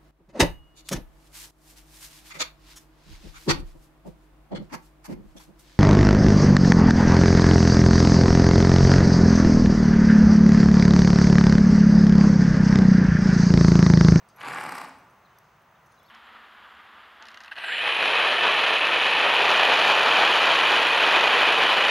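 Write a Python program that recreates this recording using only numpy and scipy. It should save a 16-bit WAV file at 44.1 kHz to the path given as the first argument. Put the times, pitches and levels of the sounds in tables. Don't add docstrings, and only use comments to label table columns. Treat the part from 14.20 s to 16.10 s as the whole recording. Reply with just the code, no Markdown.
import sys
import numpy as np
from scipy import signal
from scipy.fft import rfft, irfft
from scipy.io import wavfile
from scipy.ndimage import uniform_filter1d, map_coordinates

SR = 44100
rng = np.random.default_rng(int(sys.argv[2]) if len(sys.argv) > 2 else 0)


def output_pcm(signal):
    pcm = np.clip(np.atleast_2d(signal).T, -1, 1) * 32767
    wavfile.write(sys.argv[1], SR, np.round(pcm).astype(np.int16))


def to_linear_factor(level_db):
    exponent = np.asarray(level_db, float) / 20
    return 10 ** exponent


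N = 83790
T = np.arange(N) / SR

# pitch_hz, level_db (per Hz)
AIR_SPECTRUM = [(15, -14), (25, -16.5), (134, 3), (427, -5.5), (591, -1.5), (1160, 1.5), (4250, -21.5),
                (9840, -32.5), (16000, -26.5)]
# pitch_hz, width_hz, lift_db
AIR_RESONANCES = [(277, 62, -7), (6300, 440, 7.5), (9750, 2000, 0)]
# pitch_hz, level_db
AIR_SIDE_SPECTRUM = [(60, -47), (110, -62), (200, -40), (380, -26.5), (700, -15.5), (1290, -11.5),
                     (2380, -10), (4400, -8), (8120, -4.5), (15000, -13)]
# pitch_hz, level_db
MIX_RESPONSE = [(30, -10), (55, 0), (15780, 0), (15900, -60)]
# pitch_hz, level_db
MIC_SIDE_RESPONSE = [(100, -16), (250, -36), (600, -7.5), (1500, 1), (5000, 6), (9000, 0)]
# pitch_hz, t60_s
ARENA_DECAY = [(120, 1.06), (250, 0.93), (600, 1.02), (1500, 0.43), (4000, 0.89), (7000, 0.31),
               (10000, 0.068)]
# start_s, length_s, level_db, start_hz, end_hz
SPARROW_CHIRPS = [(1.049, 0.013, -68, 4160, 4100), (1.053, 0.02, -68.5, 4140, 3590),
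                  (1.11, 0.029, -71, 3140, 3000), (1.16, 0.019, -72, 3570, 3420),
                  (1.552, 0.014, -72, 3730, 3770), (1.71, .015, -74, 4230, 4250),
                  (1.729, 0.013, -72, 3570, 3450), (1.775, .022, -67, 4040, 3840),
                  (1.797, 0.016, -63.5, 3500, 3400), (1.81, 0.029, -74, 2500, 3280),
                  (1.838, 0.023, -68, 3250, 4450), (1.86, 0.017, -66, 4470, 4500),
                  (1.88, .015, -61.5, 3800, 3470), (1.892, .012, -66, 3500, 2800),
                  (1.79, 0.14, -76.5, 5330, 5460), (1.845, 0.0085, -67, 2960, 2800)]
# pitch_hz, t60_s
BIT_RINGS = [(5950, 0.13), (9110, 0.034), (11540, 0.13), (12650, 0.043)]
# start_s, (level_db of each ring)
BIT_JINGLES = [(0.161, -64, -60, -59, -63), (0.202, -83, -62, -63, -86), (0.675, -85, -64, -75, -88),
               (.715, -85, -85, -83, -88), (.75, -91, -90, -83, -88), (.785, -68, -63.5, -78, -76),
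               (.898, -77, -70, -77, -91), (.908, -97, -63, -78, -74), (1.42, -91, -72, -86, -83),
               (1.79, -88, -71, -84, -88), (1.83, -81, -75, -71, -88), (1.86, -88, -88, -72, -88),
               (1.886, -86, -88, -70, -88)]
# start_s, level_db, low_ring_hz, high_ring_hz, rattle_s
TACK_TICKS = [(.0857, -62, 4940, 8950, 0.0077), (0.089, -57, 5800, 8500, 0.0022),
              (.095, -65.5, 5070, 6000, 0.021), (.988, -73, 5900, 9500, 0.0022),
              (1.1857, -52.5, 6200, 11800, 0.0016), (1.1864, -55.5, 11800, 12000, 0.0019),
              (1.186, -60, 4660, 9000, 0.0022), (1.188, -68, 8100, 14200, .0015),
              (1.19, -81, 6360, 11900, 0.051), (1.24, -75, 5060, 6160, 0.048),
              (1.565, -77, 3200, 5600, .03), (1.661, -65, 6300, 11600, 0.0049),
              (1.669, -67, 6300, 9150, 0.005), (1.705, -74.5, 6300, 5200, 0.13),
              (1.72, -67, 6350, 9400, 0.0085), (1.742, -71, 6040, 5230, 0.024),
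              (1.83, -71, 6500, 7400, .003)]
# time_s, peak_db, pitch_hz
RIM_CRACKS = [(0.2049, -37, 1320), (0.2154, -23.5, 1940), (0.2468, -27.5, 1270), (0.2861, -19.5, 1730),
              (0.3098, -23, 1650), (0.3199, -17, 1410), (0.3348, -28, 1540), (0.36, -18, 1480),
              (0.3854, -16.5, 1800), (0.4121, -22.5, 1630), (0.4394, -22, 1440), (0.4522, -20.5, 980),
              (0.4651, -18.5, 1160), (0.4932, -20, 1260), (0.5227, -18.5, 1520), (0.5527, -29, 1370),
              (0.5807, -29, 1040), (0.5881, -28, 1180), (0.6078, -39, 1180), (0.6173, -25.5, 1360),
              (0.6453, -37, 1220), (0.6832, -38, 1140), (0.6931, -32, 1280)]
# time_s, peak_db, pitch_hz, length_s
WET_SPITS = [
    (0.232, -55.5, 9600, 0.0028),
    (0.347, -41, 7200, 0.0014),
    (.422, -44.5, 7300, 0.0012),
    (0.53, -49, 4860, 0.0023),
    (0.558, -48.5, 5000, 0.0015),
    (0.653, -53, 4670, 0.0029),
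    (0.567, -44, 8400, 0.0011),
    (.686, -65, 7900, 0.0019),
    (.687, -59.5, 11000, 0.0026),
    (.696, -59, 7200, 0.002),
]
# time_s, effort_db, jet_brightness_db, chest_db, chest_deep_db
BLOW_COURSE = [
    (0.159, -65, 2, -24, 6.5),
    (0.191, -47.5, -8, -20, 2),
    (0.23, -39.5, -4.5, -18, 2.5),
    (0.281, -36.5, -1, -16.5, 0.5),
    (.46, -39.5, 1.5, -12.5, -2),
    (.55, -40.5, 2, -11.5, -3),
    (0.626, -42, 2.5, -13.5, -3.5),
    (0.689, -55.5, 0.5, -7.5, -6),
    (0.739, -62, -15, 0, -1.5),
]
# time_s, flaps_per_s
FLAP_RATE = [(.15, 40.5), (.42, 39), (.51, 33), (.75, 31.5)]
# time_s, share of full flutter depth
NOSTRIL_LOOSENESS = [(.2, .35), (.3, .65), (.44, .75), (.48, 1.15), (.7, .95)]
# time_s, delay_ms
JET_ECHO_DELAY = [(.2, 0.36), (.37, 0.3), (.7, 0.302)]
# pitch_hz, level_db (per Hz)
NOSE_SPECTRUM = [(150, -52), (300, -9.5), (559, -12), (823, -3.5), (1170, -4), (2400, -7), (4000, -25),
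                 (8800, -83)]
# pitch_hz, width_hz, lift_db
NASAL_CAVITIES = [(379, 73, -0.5), (480, 100, 4), (744, 23, 7.5), (838.4, 33, 8), (1040, 90, 4),
                  (1171, 73, 9.5), (1458, 80, 6), (1650, 60, 4), (2256, 74, 4)]
# pitch_hz, level_db (per Hz)
JET_SPECTRUM = [(1500, -8), (3000, 0.5), (5000, -3.5), (8500, -6), (11500, -7), (14000, -18), (16000, -23)]
# pitch_hz, width_hz, lift_db
JET_RESONANCES = [(4830, 610, 1.5), (8800, 370, 5.5)]
# pitch_hz, width_hz, level_db
CHEST_RESONANCES = [(107, 42, -7), (140.4, 23.4, 0), (163, 27, 3.5), (252, 45, 4)]


def unit(x):
    return x / np.sqrt(np.mean(x ** 2))


def noise():
    return rng.standard_normal(N)


def on_log(hz, table):
    table = np.array(table)
    return np.interp(np.log(hz), np.log(table[:, 0]), table[:, 1])


def colour(x, table, lifts=()):
    hz = np.arange(4097) * SR / 8192 + 1
    gain_db = on_log(hz, table)
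    for centre, width, db in lifts:
        gain_db = gain_db + db / (1 + (2 * (hz - centre) / width) ** 2)
    cepstrum = irfft(gain_db * np.log(10) / 20)
    cepstrum[1:4096] *= 2
    cepstrum[4097:] = 0
    impulse = irfft(np.exp(rfft(cepstrum)))[:4096]
    return signal.fftconvolve(x, impulse)[:N]


def ring(x, hz, width_hz):
    return signal.lfilter(*signal.iirpeak(hz, hz / width_hz, SR), x)


def ring_twice(x, hz, width_hz):
    return ring(ring(x, hz, width_hz), hz, width_hz)


def walk(rate):
    k = int(SR / rate)
    steps = np.repeat(rng.standard_normal(N // k + 1), k)
    return 1.3 * uniform_filter1d(uniform_filter1d(steps, k), k)[:N]


def pulse(time_s, length_s):
    return np.exp(-((T - time_s) / length_s) ** 2)


def air():
    level_db, swell_db, flicker_db = -58.5, .5, 1.1
    steady = unit(colour(noise(), AIR_SPECTRUM, AIR_RESONANCES))
    swell = walk(0.67)
    mid = np.zeros(N)
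    for hz in 30 * 2 ** np.arange(0, 9.4, .5):
        mid += ring(steady, hz, hz * .5) * to_linear_factor(swell_db * swell + flicker_db * walk(9.8))
    side = colour(unit(colour(noise(), AIR_SPECTRUM)), AIR_SIDE_SPECTRUM)
    return to_linear_factor(level_db) * np.array([unit(mid), side])


def camera():
    line_hz, field_hz, buzz_start_s = 15734, 59.94, 0.0096
    whine_db, buzz_db, hum_db = -87, -84, -78
    gate = np.exp(-((T - buzz_start_s) * field_hz % 1) / 0.17)
    buzz = unit(ring_twice(gate * noise(), 15500, 630))
    whine = np.sin(2 * np.pi * line_hz * T) * (1 + 0.98 * gate)
    hum = np.sin(2 * np.pi * field_hz * T)
    return to_linear_factor(whine_db) * whine + to_linear_factor(buzz_db) * buzz + to_linear_factor(hum_db) * hum


def arena(x):
    wet_db, side_db, predelay_s = -9, -15, 0.016
    tail = 0
    for hz in 88 * 2. ** np.arange(8):
        band = ring(rng.standard_normal((2, N)), hz, hz * .8)
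        tail = tail + band * to_linear_factor(-60 * T / on_log(hz, ARENA_DECAY))
    tail = tail * (T > predelay_s)
    tail = tail / np.sqrt(np.sum(tail[0] ** 2))
    echo = signal.fftconvolve(x[None], tail, axes=1)[:, :N]
    return echo * to_linear_factor(np.array([[wet_db], [wet_db + side_db]]))


def sparrows():
    out = np.zeros(N)
    for start, length, db, start_hz, end_hz in SPARROW_CHIRPS:
        progress = np.clip((T - start) / length, 0, 1)
        hz = start_hz + (end_hz - start_hz) * progress + 30 * walk(270)
        whistle = np.sin(2 * np.pi * np.cumsum(hz) / SR)
        out += to_linear_factor(db + 2.1 * walk(200)) * np.sin(np.pi * progress) ** 0.15 * whistle
    return out


def tack():
    out = np.zeros(N)
    for start, *levels_db in BIT_JINGLES:
        age = np.clip(T - start, 0, None)
        attack = (T > start) * np.minimum(age / .0012, 1)
        for (hz, t60), db in zip(BIT_RINGS, levels_db):
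            out += attack * to_linear_factor(db - 60 * age / t60 + 4.7 * walk(110)) * np.sin(2 * np.pi * hz * age)
    for start, db, low_hz, high_hz, rattle in TACK_TICKS:
        burst = noise() * (T > start) * np.exp(-np.clip(T - start, 0, None) / rattle)
        tick = 0.39 * ring_twice(burst, 9800, 9000)
        tick += 4.0 * ring_twice(burst, low_hz, 1100)
        tick += 2.8 * ring_twice(burst, high_hz, 1600)
        out += to_linear_factor(db) * tick
    return out


def cracks():
    crack_db, crack_turns = -3, .55
    out = np.zeros(N)
    for time, db, hz in RIM_CRACKS:
        out += to_linear_factor(db + crack_db) * pulse(time, crack_turns / hz) * np.cos(2 * np.pi * hz * (T - time))
    hiss = noise()
    for time, db, hz, length in WET_SPITS:
        out += to_linear_factor(db) * pulse(time, length) * unit(ring_twice(hiss, hz, 2600))
    return out


def sputter():
    drops_per_s, level_db, spread_db = 900, -4, 2.5
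    chance = rng.random((3, N))
    drops = (chance[0] < drops_per_s / SR) * to_linear_factor(-spread_db * np.log(chance[1])) * np.sign(chance[2] - .5)
    return to_linear_factor(level_db) * unit(drops)


def nose_puffs(puff, effort):
    pinch_hz, pinch_db, pinch_from_s, pinch_to_s = 1000, -5, .2, 0.29
    bunch_s, bunch_lead_s, bunch_db = 0.0038, 0.0039, 21
    nose = unit(colour(puff, NOSE_SPECTRUM + [(16000, -120)], NASAL_CAVITIES))
    lows = signal.sosfilt(signal.butter(2, pinch_hz, fs=SR, output="sos"), nose)
    nose = nose - lows * (1 - to_linear_factor(np.interp(T, [pinch_from_s, pinch_to_s], [pinch_db, 0])))
    bunching = np.zeros(N)
    for time, db, _ in RIM_CRACKS:
        bunching += to_linear_factor(db + bunch_db) / effort * to_linear_factor(-42) * pulse(time - bunch_lead_s, bunch_s)
    return nose * (1 + bunching * 0.24)


def chest_rumble(breath, deep_db):
    wobble_db = 3
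    chest = np.zeros(N)
    for hz, width, db in CHEST_RESONANCES:
        level_db = db + deep_db * (hz < 200) + wobble_db * walk(24.8)
        chest += to_linear_factor(level_db) * unit(ring(ring(breath, hz, width), hz, 2 * width))
    return unit(chest)


def air_jet(rush, bright_db):
    echo_share, split_hz, top_hz, patchy_db = .55, 6000, 13400, 1.3
    jet = colour(rush, JET_SPECTRUM, JET_RESONANCES)
    delay_s = np.interp(T, *np.array(JET_ECHO_DELAY).T) / 1000
    jet = unit(jet - echo_share * map_coordinates(jet, [(T - delay_s) * SR], mode="mirror"))
    low = signal.sosfiltfilt(signal.butter(4, split_hz, fs=SR, output="sos"), jet)
    most = signal.sosfiltfilt(signal.butter(4, top_hz, fs=SR, output="sos"), jet)
    out = to_linear_factor(patchy_db * walk(69.6)) * low
    out += to_linear_factor(bright_db + patchy_db * walk(69.6)) * (most - low)
    out += to_linear_factor(2 * bright_db + patchy_db * walk(69.6)) * (jet - most)
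    return out


def snort():
    shut_s, shut_share, swell_power = .4655, .2, 2.2
    flutter_low_db, flutter_high_db, ragged_db, jet_db = 8, 13, 1.7, -12.5
    slap_db, slap_scatter_db, slap_s = -3, 2, .0025
    second_db, second_turn = -4, .5
    pop_s, pop_length_s, pop_db, pop_hz = 0.2145, 0.007, -2, 2600

    time, effort_db, bright_db, chest_db, deep_db = np.array(BLOW_COURSE).T
    effort = to_linear_factor(np.interp(T, time, effort_db, left=-120, right=-120))
    flaps_per_s = np.interp(T, *np.array(FLAP_RATE).T)
    turns = np.cumsum(flaps_per_s) / SR
    turns = turns - np.interp(shut_s, T, turns)
    phase = turns % 1
    closing = 1 - phase / shut_share
    swelling = np.abs((phase - shut_share) / (1 - shut_share)) ** swell_power
    opening = np.where(phase < shut_share, closing, swelling) - .5
    opening = opening * np.interp(T, *np.array(NOSTRIL_LOOSENESS).T)

    def slap_bump(turn):
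        away_s = ((turns - turn + .5) % 1 - .5) / flaps_per_s
        return np.exp(-(away_s / slap_s) ** 2)

    puff_air, jet_air, slap_air, breath = rng.standard_normal((4, N))
    drops = sputter()
    slaps = slap_bump(0) * to_linear_factor(ragged_db * walk(42.8))
    slaps += slap_bump(second_turn) * to_linear_factor(second_db + slap_scatter_db * walk(41.0))
    puff = unit((puff_air + drops) * to_linear_factor(flutter_low_db * opening + ragged_db * walk(151.6)))
    puff = puff + to_linear_factor(slap_db) * unit(slaps * slap_air)
    nose = nose_puffs(puff, effort)
    chest = chest_rumble(breath, np.interp(T, time, deep_db))
    gust = to_linear_factor(flutter_high_db * opening + ragged_db * walk(120.1)) + 0.28 * slap_bump(second_turn)
    jet = air_jet((jet_air + drops) * gust, np.interp(T, time, bright_db))
    pop = to_linear_factor(pop_db) * pulse(pop_s, pop_length_s) * unit(ring_twice(breath, pop_hz, 2100))
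    blow = pop + nose + to_linear_factor(np.interp(T, time, chest_db)) * chest + to_linear_factor(jet_db) * jet
    return effort * blow + cracks()


def scene():
    backdrop, birds, small, horse = air(), sparrows(), tack(), snort()
    echo = arena(horse + .5 * small + 0.78 * birds)
    mid = colour(backdrop[0] + echo[0] + horse + small + 0.88 * birds + camera(), MIX_RESPONSE)
    off_centre = echo[1] + 0.055 * horse + 0.077 * small + 0.13 * birds
    side = colour(backdrop[1] + colour(off_centre, MIC_SIDE_RESPONSE), MIX_RESPONSE)
    return np.array([mid + side, mid - side])


def roll_off(x):
    return signal.sosfilt(signal.butter(12, 16380, fs=SR, output="sos"), x)


def record(dry):
    return roll_off(dry)


dry = scene()
out = record(dry)
output_pcm(out)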